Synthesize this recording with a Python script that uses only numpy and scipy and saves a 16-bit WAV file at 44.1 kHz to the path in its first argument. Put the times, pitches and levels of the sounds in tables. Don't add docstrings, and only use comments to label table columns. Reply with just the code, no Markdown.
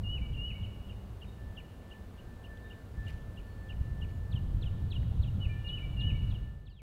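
import sys
import numpy as np
from scipy import signal
from scipy.fft import rfft, irfft
from scipy.io import wavfile
from scipy.ndimage import uniform_filter1d

SR = 44100
rng = np.random.default_rng(int(sys.argv[2]) if len(sys.argv) > 2 else 0)


def put_to_file(sound):
    columns = np.atleast_2d(sound).T
    safe = np.clip(columns, -1, 1)
    whole_steps = np.round(safe * 32767)
    wavfile.write(sys.argv[1], SR, whole_steps.astype(np.int16))


N = 300746
T = np.arange(N) / SR

# frequency_hz, level_db
HUSH_SPECTRUM = [(20, -30), (70, 0), (100, -3), (135, -6), (190, -2.5), (310, -10.5), (500, -12.5),
                 (800, -18.5), (1300, -23.5), (2000, -30), (3000, -32.5), (4200, -35), (5200, -40),
                 (15500, -43.5)]
# time_s, level_db (before WHINE_DB is added)
WHINE_LEVEL = [(0.0, -82), (1.27, -82.5), (1.4, -69), (1.6, -69), (1.73, -79.5), (1.96, -65), (2.12, -80),
               (2.55, -63), (2.72, -64), (2.93, -80.5), (2.99, -58.5), (3.3, -71.5), (3.39, -73),
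               (3.48, -68.5), (3.7, -63.7), (3.78, -76), (3.86, -66), (4.4, -72), (4.49, -79),
               (4.85, -69.5), (5.05, -85), (5.45, -76.5), (5.53, -62.3), (5.82, -69.5), (5.92, -83),
               (6.02, -64), (6.32, -76.5), (6.55, -63), (6.8, -75.5)]
# start_s, end_s, pitch_hz, level_db
MACHINE_TONES = [(.2, 1.6, 198, -57), (1.9, 3.1, 1573, -76), (2.6, 4.3, 1398, -78), (4.3, 6.8, 1398, -75)]
# frequency_hz, level_db
TURF_SPECTRUM = [(300, 5), (1200, -3), (2400, 1.5), (5000, -10), (9000, -18), (15000, -21)]
# centre_s, half_length_s (to 1/e), level_db
BRUSHES = [(3.085, 0.042, -63.5), (3.114, 0.16, -69.5), (3.846, 0.025, -70), (4.1, 0.018, -66)]
# start_s, pitch_hz, starting_envelope_db
TICKS = [(2.574, 3380, -48), (5.031, 1870, -43.5)]
# time_s, level_db (before the eddy offsets)
WIND_STRENGTH = [(0.0, -34.5), (0.28, -33.5), (1.08, -43), (1.54, -41.5), (1.62, -47), (2.88, -44.5),
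                 (2.98, -34), (3.26, -39), (3.32, -42.5), (3.64, -39.5), (3.8, -34), (4.28, -34.5),
                 (4.36, -31), (5.52, -30.5), (5.68, -35.4), (6.06, -28.5), (6.48, -32.5), (6.8, -33.9)]
# centre_s, peak_db, pitch_hz
BUFFETS = [(3.814, -20.5, 62), (4.349, -23, 84), (5.207, -21.5, 51), (5.47, -24.5, 60),
           (6.074, -24.5, 50.5), (6.328, -22, 51.6)]
# frequency_hz, level_db
LARGE_EDDIES = [(10, -35), (20, 0.5), (33, -5), (48, 8), (70, 2), (98, 4.5), (120, -5), (150, -24),
                (300, -44), (1500, -100)]
SMALL_EDDIES = [(75, -6.5), (120, 2), (165, -4), (220, -14), (300, -22.5), (500, -38), (1200, -44),
                (5000, -100)]
# delay_s, level_db (before echo_db is added)
ECHOES = [(0.018, -9), (0.126, -37), (0.17, -25.5), (0.302, -27.5)]

# share_of_length, glide_hz (above the note's pitch), swell_db
WHISTLE_SHAPE = [(0, -12, 5), (.13, -155, -3), (.33, -63.5, -2), (.70, 16, -0.5), (.82, -100, -5.5),
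                 (.89, -400, -8), (.95, -820, -23), (1, -850, -24)]
LOW_SHAPE = [(0, -33, -8), (.25, 10, -1.5), (.65, -14, -4.5), (1, -29, -12)]
PIP_SHAPE = [(0, 603, -15), (.15, 332, -9.5), (.30, -47, 1), (.44, -130, 2.5), (.62, 134, 1.5),
             (.76, -130, -8), (.9, -540, -6.5), (1, -660, -10)]
CHIP_SHAPE = [(0, 1096, -23), (.2, 769, -11.5), (.42, 210, -2), (.82, -830, -6), (1, -1200, -12)]
HOOK_SHAPE = [(0, 598, -11), (.2, 299, -2.5), (.45, 52, 0), (.75, -90, -1), (1, -160, -9)]
SLUR_SHAPE = [(0, 1390, -3), (.07, 850, -11), (.55, -200, -1), (.72, -500, 0), (.85, -1280, 1.5),
              (1, -1420, 0)]
# start_s, length_s, pitch_hz, level_db
FAR_PEEPS = [(0.923, 0.07, 3680, -77), (1.26, 0.11, 3740, -69.5), (2.62, 0.18, 3700, -74),
             (3.46, 0.15, 4400, -78), (4.1, .14, 6850, -81)]
# start_s, length_s, pitch_hz, level_db
SLURS = [(6.695, .125, 3650, -54)]
# start_s, level_db
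PIPS = [(0.33, -55.5), (0.625, -53.5), (.885, -56), (1.207, -55), (1.563, -50), (1.9, -57), (2.172, -62.5),
        (2.429, -59), (2.693, -57.5), (3.058, -55), (3.362, -57), (3.685, -52.5), (4.007, -53)]
# start_s, chip_level_db, hook_level_db
DOUBLE_CALLS = [(4.309, -52.5, -53), (4.611, -50, -52.5), (4.901, -47, -50), (5.217, -51.5, -58),
                (5.672, -50, -63), (5.995, -49.5, -61), (6.297, -55, -56.5), (6.654, -50.5, -54.5)]
# start_s, whistle_length_s, whistle_pitch_hz, whistle_level_db,
# low_length_s, low_pitch_hz, low_level_db
PHRASES = [(0.03, .17, 2956, -41, .061, 2310, -51), (0.361, 0.17, 2924, -40, 0.052, 2264, -52.5),
           (5.399, 0.076, 2946, -42, 0.065, 2384, -49.5), (5.638, .165, 2965, -40.5, .06, 2320, -49.5),
           (5.963, .163, 2935, -40, 0.055, 2280, -55)]
# time_s, level_db
FADE = [(6.33, -1), (6.55, -7.5), (6.8, -16.5)]

HUSH_DB = -51
WHINE_HZ, WHINE_DB = 1763.5, 4.5
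RUMBLE_DB, FLUTTER_DB, FLUTTER_GROWTH, GUST_DB = -2, -7, 1.62, -31
PIP_S, PIP_HZ = 0.046, 2892
CHIP_S, CHIP_HZ = 0.038, 3465
HOOK_DELAY_S, HOOK_S, HOOK_HZ = 0.041, 0.0343, 2946
FULL_WHISTLE_S, PHRASE_GAP_S = 0.16, 0.014
WHISTLER_TREES = dict(t60=1.55, near_db=-16)
TOP_HZ = 15700


def undb(db):
    return 10 ** (np.asarray(db) / 20)


def curve(rows):
    return np.interp(T, *np.transpose(rows))


def sine(pitch_hz):
    return np.sin(2 * np.pi * np.cumsum(pitch_hz) / SR)


def noise(spectrum):
    table_hz, table_db = np.transpose(spectrum)
    bins_hz = np.maximum(np.arange(N // 2 + 1) * SR / N, 1)
    level_db = np.interp(np.log(bins_hz), np.log(table_hz), table_db)
    x = irfft(rfft(rng.standard_normal(N)) * undb(level_db), N)
    return x / x.std()


def walk(rate_hz):
    bins_hz = np.arange(N // 2 + 1) * SR / N
    x = irfft(rfft(rng.standard_normal(N)) * np.exp(-(bins_hz / rate_hz) ** 2), N)
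    return (x - x.mean()) / x.std()


def add(out, start_s, x):
    i = max(int(start_s * SR), 0)
    out[i:i + len(x)] += x[:max(len(out) - i, 0)]


def trees(x, scatter_db, echo_db, t60=2.1, near_db=-13, near_t60=0.079):
    t = T[:SR]
    near = rng.standard_normal(SR) * np.exp(-np.log(1000) * t / near_t60)
    tail = rng.standard_normal(SR) * np.exp(-np.log(1000) * t / t60)
    response = undb(near_db) * near / np.linalg.norm(near)
    response += undb(scatter_db) * tail / np.linalg.norm(tail)
    for delay_s, db in ECHOES:
        add(response, delay_s, undb([db + echo_db]))
    return x + signal.fftconvolve(x, response)[:N]


def notes(shape, table, waver_hz=12, flicker_db=1, full_s=0, ease_s=0.0013):
    share, glide_hz, swell_db = np.transpose(shape)
    waver = waver_hz * walk(120)
    flicker = flicker_db * walk(74)
    out = np.zeros(N)
    for start_s, length_s, hz, db in table:
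        first_share = 1 - length_s / max(length_s, full_s)
        u = np.linspace(first_share, 1, int(length_s * SR))
        now = (int(start_s * SR) + np.arange(len(u))) % N
        glide = uniform_filter1d(hz + np.interp(u, share, glide_hz), size=130)
        gain = undb(db + np.interp(u, share, swell_db) + flicker[now])
        gain = gain * signal.windows.tukey(len(u), 0.08)
        gain = gain * np.minimum(T[:len(u)] / ease_s, 1)
        add(out, start_s, np.sqrt(2) * gain * sine(glide + waver[now]))
    return out


def hush():
    return noise(HUSH_SPECTRUM) * undb(HUSH_DB)


def machine(waver_hz=2.33, flutter_db=2.12):
    whine_db = WHINE_DB + curve(WHINE_LEVEL) + flutter_db * walk(20)
    out = undb(whine_db) * sine(WHINE_HZ + waver_hz * walk(16))
    for start_s, end_s, hz, db in MACHINE_TONES:
        gate = np.clip(np.minimum(T - start_s, end_s - T) / 0.33, 0, 1)
        tone = sine(hz + waver_hz * walk(16.2))
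        out = out + gate * undb(db + 3.4 * walk(6.9)) * tone
    return np.sqrt(2) * out


def turf(grain_db=4):
    pressure = sum(undb(db) * np.exp(-((T - s) / half_s) ** 2) for s, half_s, db in BRUSHES)
    out = pressure * noise(TURF_SPECTRUM) * undb(grain_db * walk(300))
    t = T[:SR // 50]
    for start_s, hz, db in TICKS:
        add(out, start_s, undb(db) * np.exp(-t / 0.00078) * np.sin(2 * np.pi * hz * t))
    return out


def eddies(spectrum, size=5000):
    x = noise(spectrum)
    power = uniform_filter1d(uniform_filter1d(x ** 2, size), size // 2)
    return x / np.sqrt(power)


def wind(throb_db=0.9, lump_db=1.45):
    strength = curve(WIND_STRENGTH)
    large_db = strength + RUMBLE_DB + lump_db * walk(12)
    small_db = GUST_DB + FLUTTER_DB + FLUTTER_GROWTH * (strength - GUST_DB)
    out = eddies(LARGE_EDDIES) * undb(large_db) + eddies(SMALL_EDDIES) * undb(small_db)
    out = out * undb(throb_db * walk(10.5))
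    for centre_s, db, hz in BUFFETS:
        u = 2 * np.pi * hz * (T - centre_s)
        out = out - undb(db) * u * np.exp((1 - u ** 2) / 2)
    return out


def far_birds():
    peeps = notes(LOW_SHAPE, FAR_PEEPS, waver_hz=25, flicker_db=1.5)
    return trees(peeps, scatter_db=-4, echo_db=-2, near_db=-8)


def falling_slur():
    slurs = notes(SLUR_SHAPE, SLURS, waver_hz=40, flicker_db=3.0)
    return trees(slurs, scatter_db=-5.5, echo_db=-5.0, t60=3.8, near_db=-6.5)


def piper():
    pip_rows = [(s, PIP_S, PIP_HZ, db) for s, db in PIPS]
    chip_rows = [(s, CHIP_S, CHIP_HZ, db) for s, db, _ in DOUBLE_CALLS]
    hook_rows = [(s + HOOK_DELAY_S, HOOK_S, HOOK_HZ, db) for s, _, db in DOUBLE_CALLS]
    pips = notes(PIP_SHAPE, pip_rows, waver_hz=21, flicker_db=0.5)
    chips = notes(CHIP_SHAPE, chip_rows, waver_hz=30, flicker_db=0.5)
    hooks = notes(HOOK_SHAPE, hook_rows, waver_hz=17, flicker_db=2.6)
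    return (trees(pips + hooks, scatter_db=-11.5, echo_db=-6.5, near_db=-12)
            + trees(chips, scatter_db=-5.5, echo_db=-5.0, t60=3.8, near_db=-6.5))


def whistler():
    high_rows = [(s, length_s, hz, db) for s, length_s, hz, db, *_ in PHRASES]
    low_rows = [(s + length_s + PHRASE_GAP_S, *low) for s, length_s, _, _, *low in PHRASES]
    whistles = notes(WHISTLE_SHAPE, high_rows, waver_hz=9.7, flicker_db=0.3,
                     full_s=FULL_WHISTLE_S, ease_s=0.036)
    low_notes = notes(LOW_SHAPE, low_rows, waver_hz=7.5, flicker_db=1.5, ease_s=0.0048)
    return (trees(whistles, scatter_db=-10.0, echo_db=-1.5, **WHISTLER_TREES)
            + trees(low_notes, scatter_db=-6.5, echo_db=0, **WHISTLER_TREES))


def scene():
    background = hush() + machine() + turf() + wind()
    calls = far_birds() + falling_slur() + piper() + whistler()
    return (background + calls)[None]


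def record(dry):
    low_pass = signal.ellip(10, 0.1, 80, TOP_HZ, fs=SR, output="sos")
    return signal.sosfilt(low_pass, dry * undb(curve(FADE)))


dry = scene()
out = record(dry)
put_to_file(out)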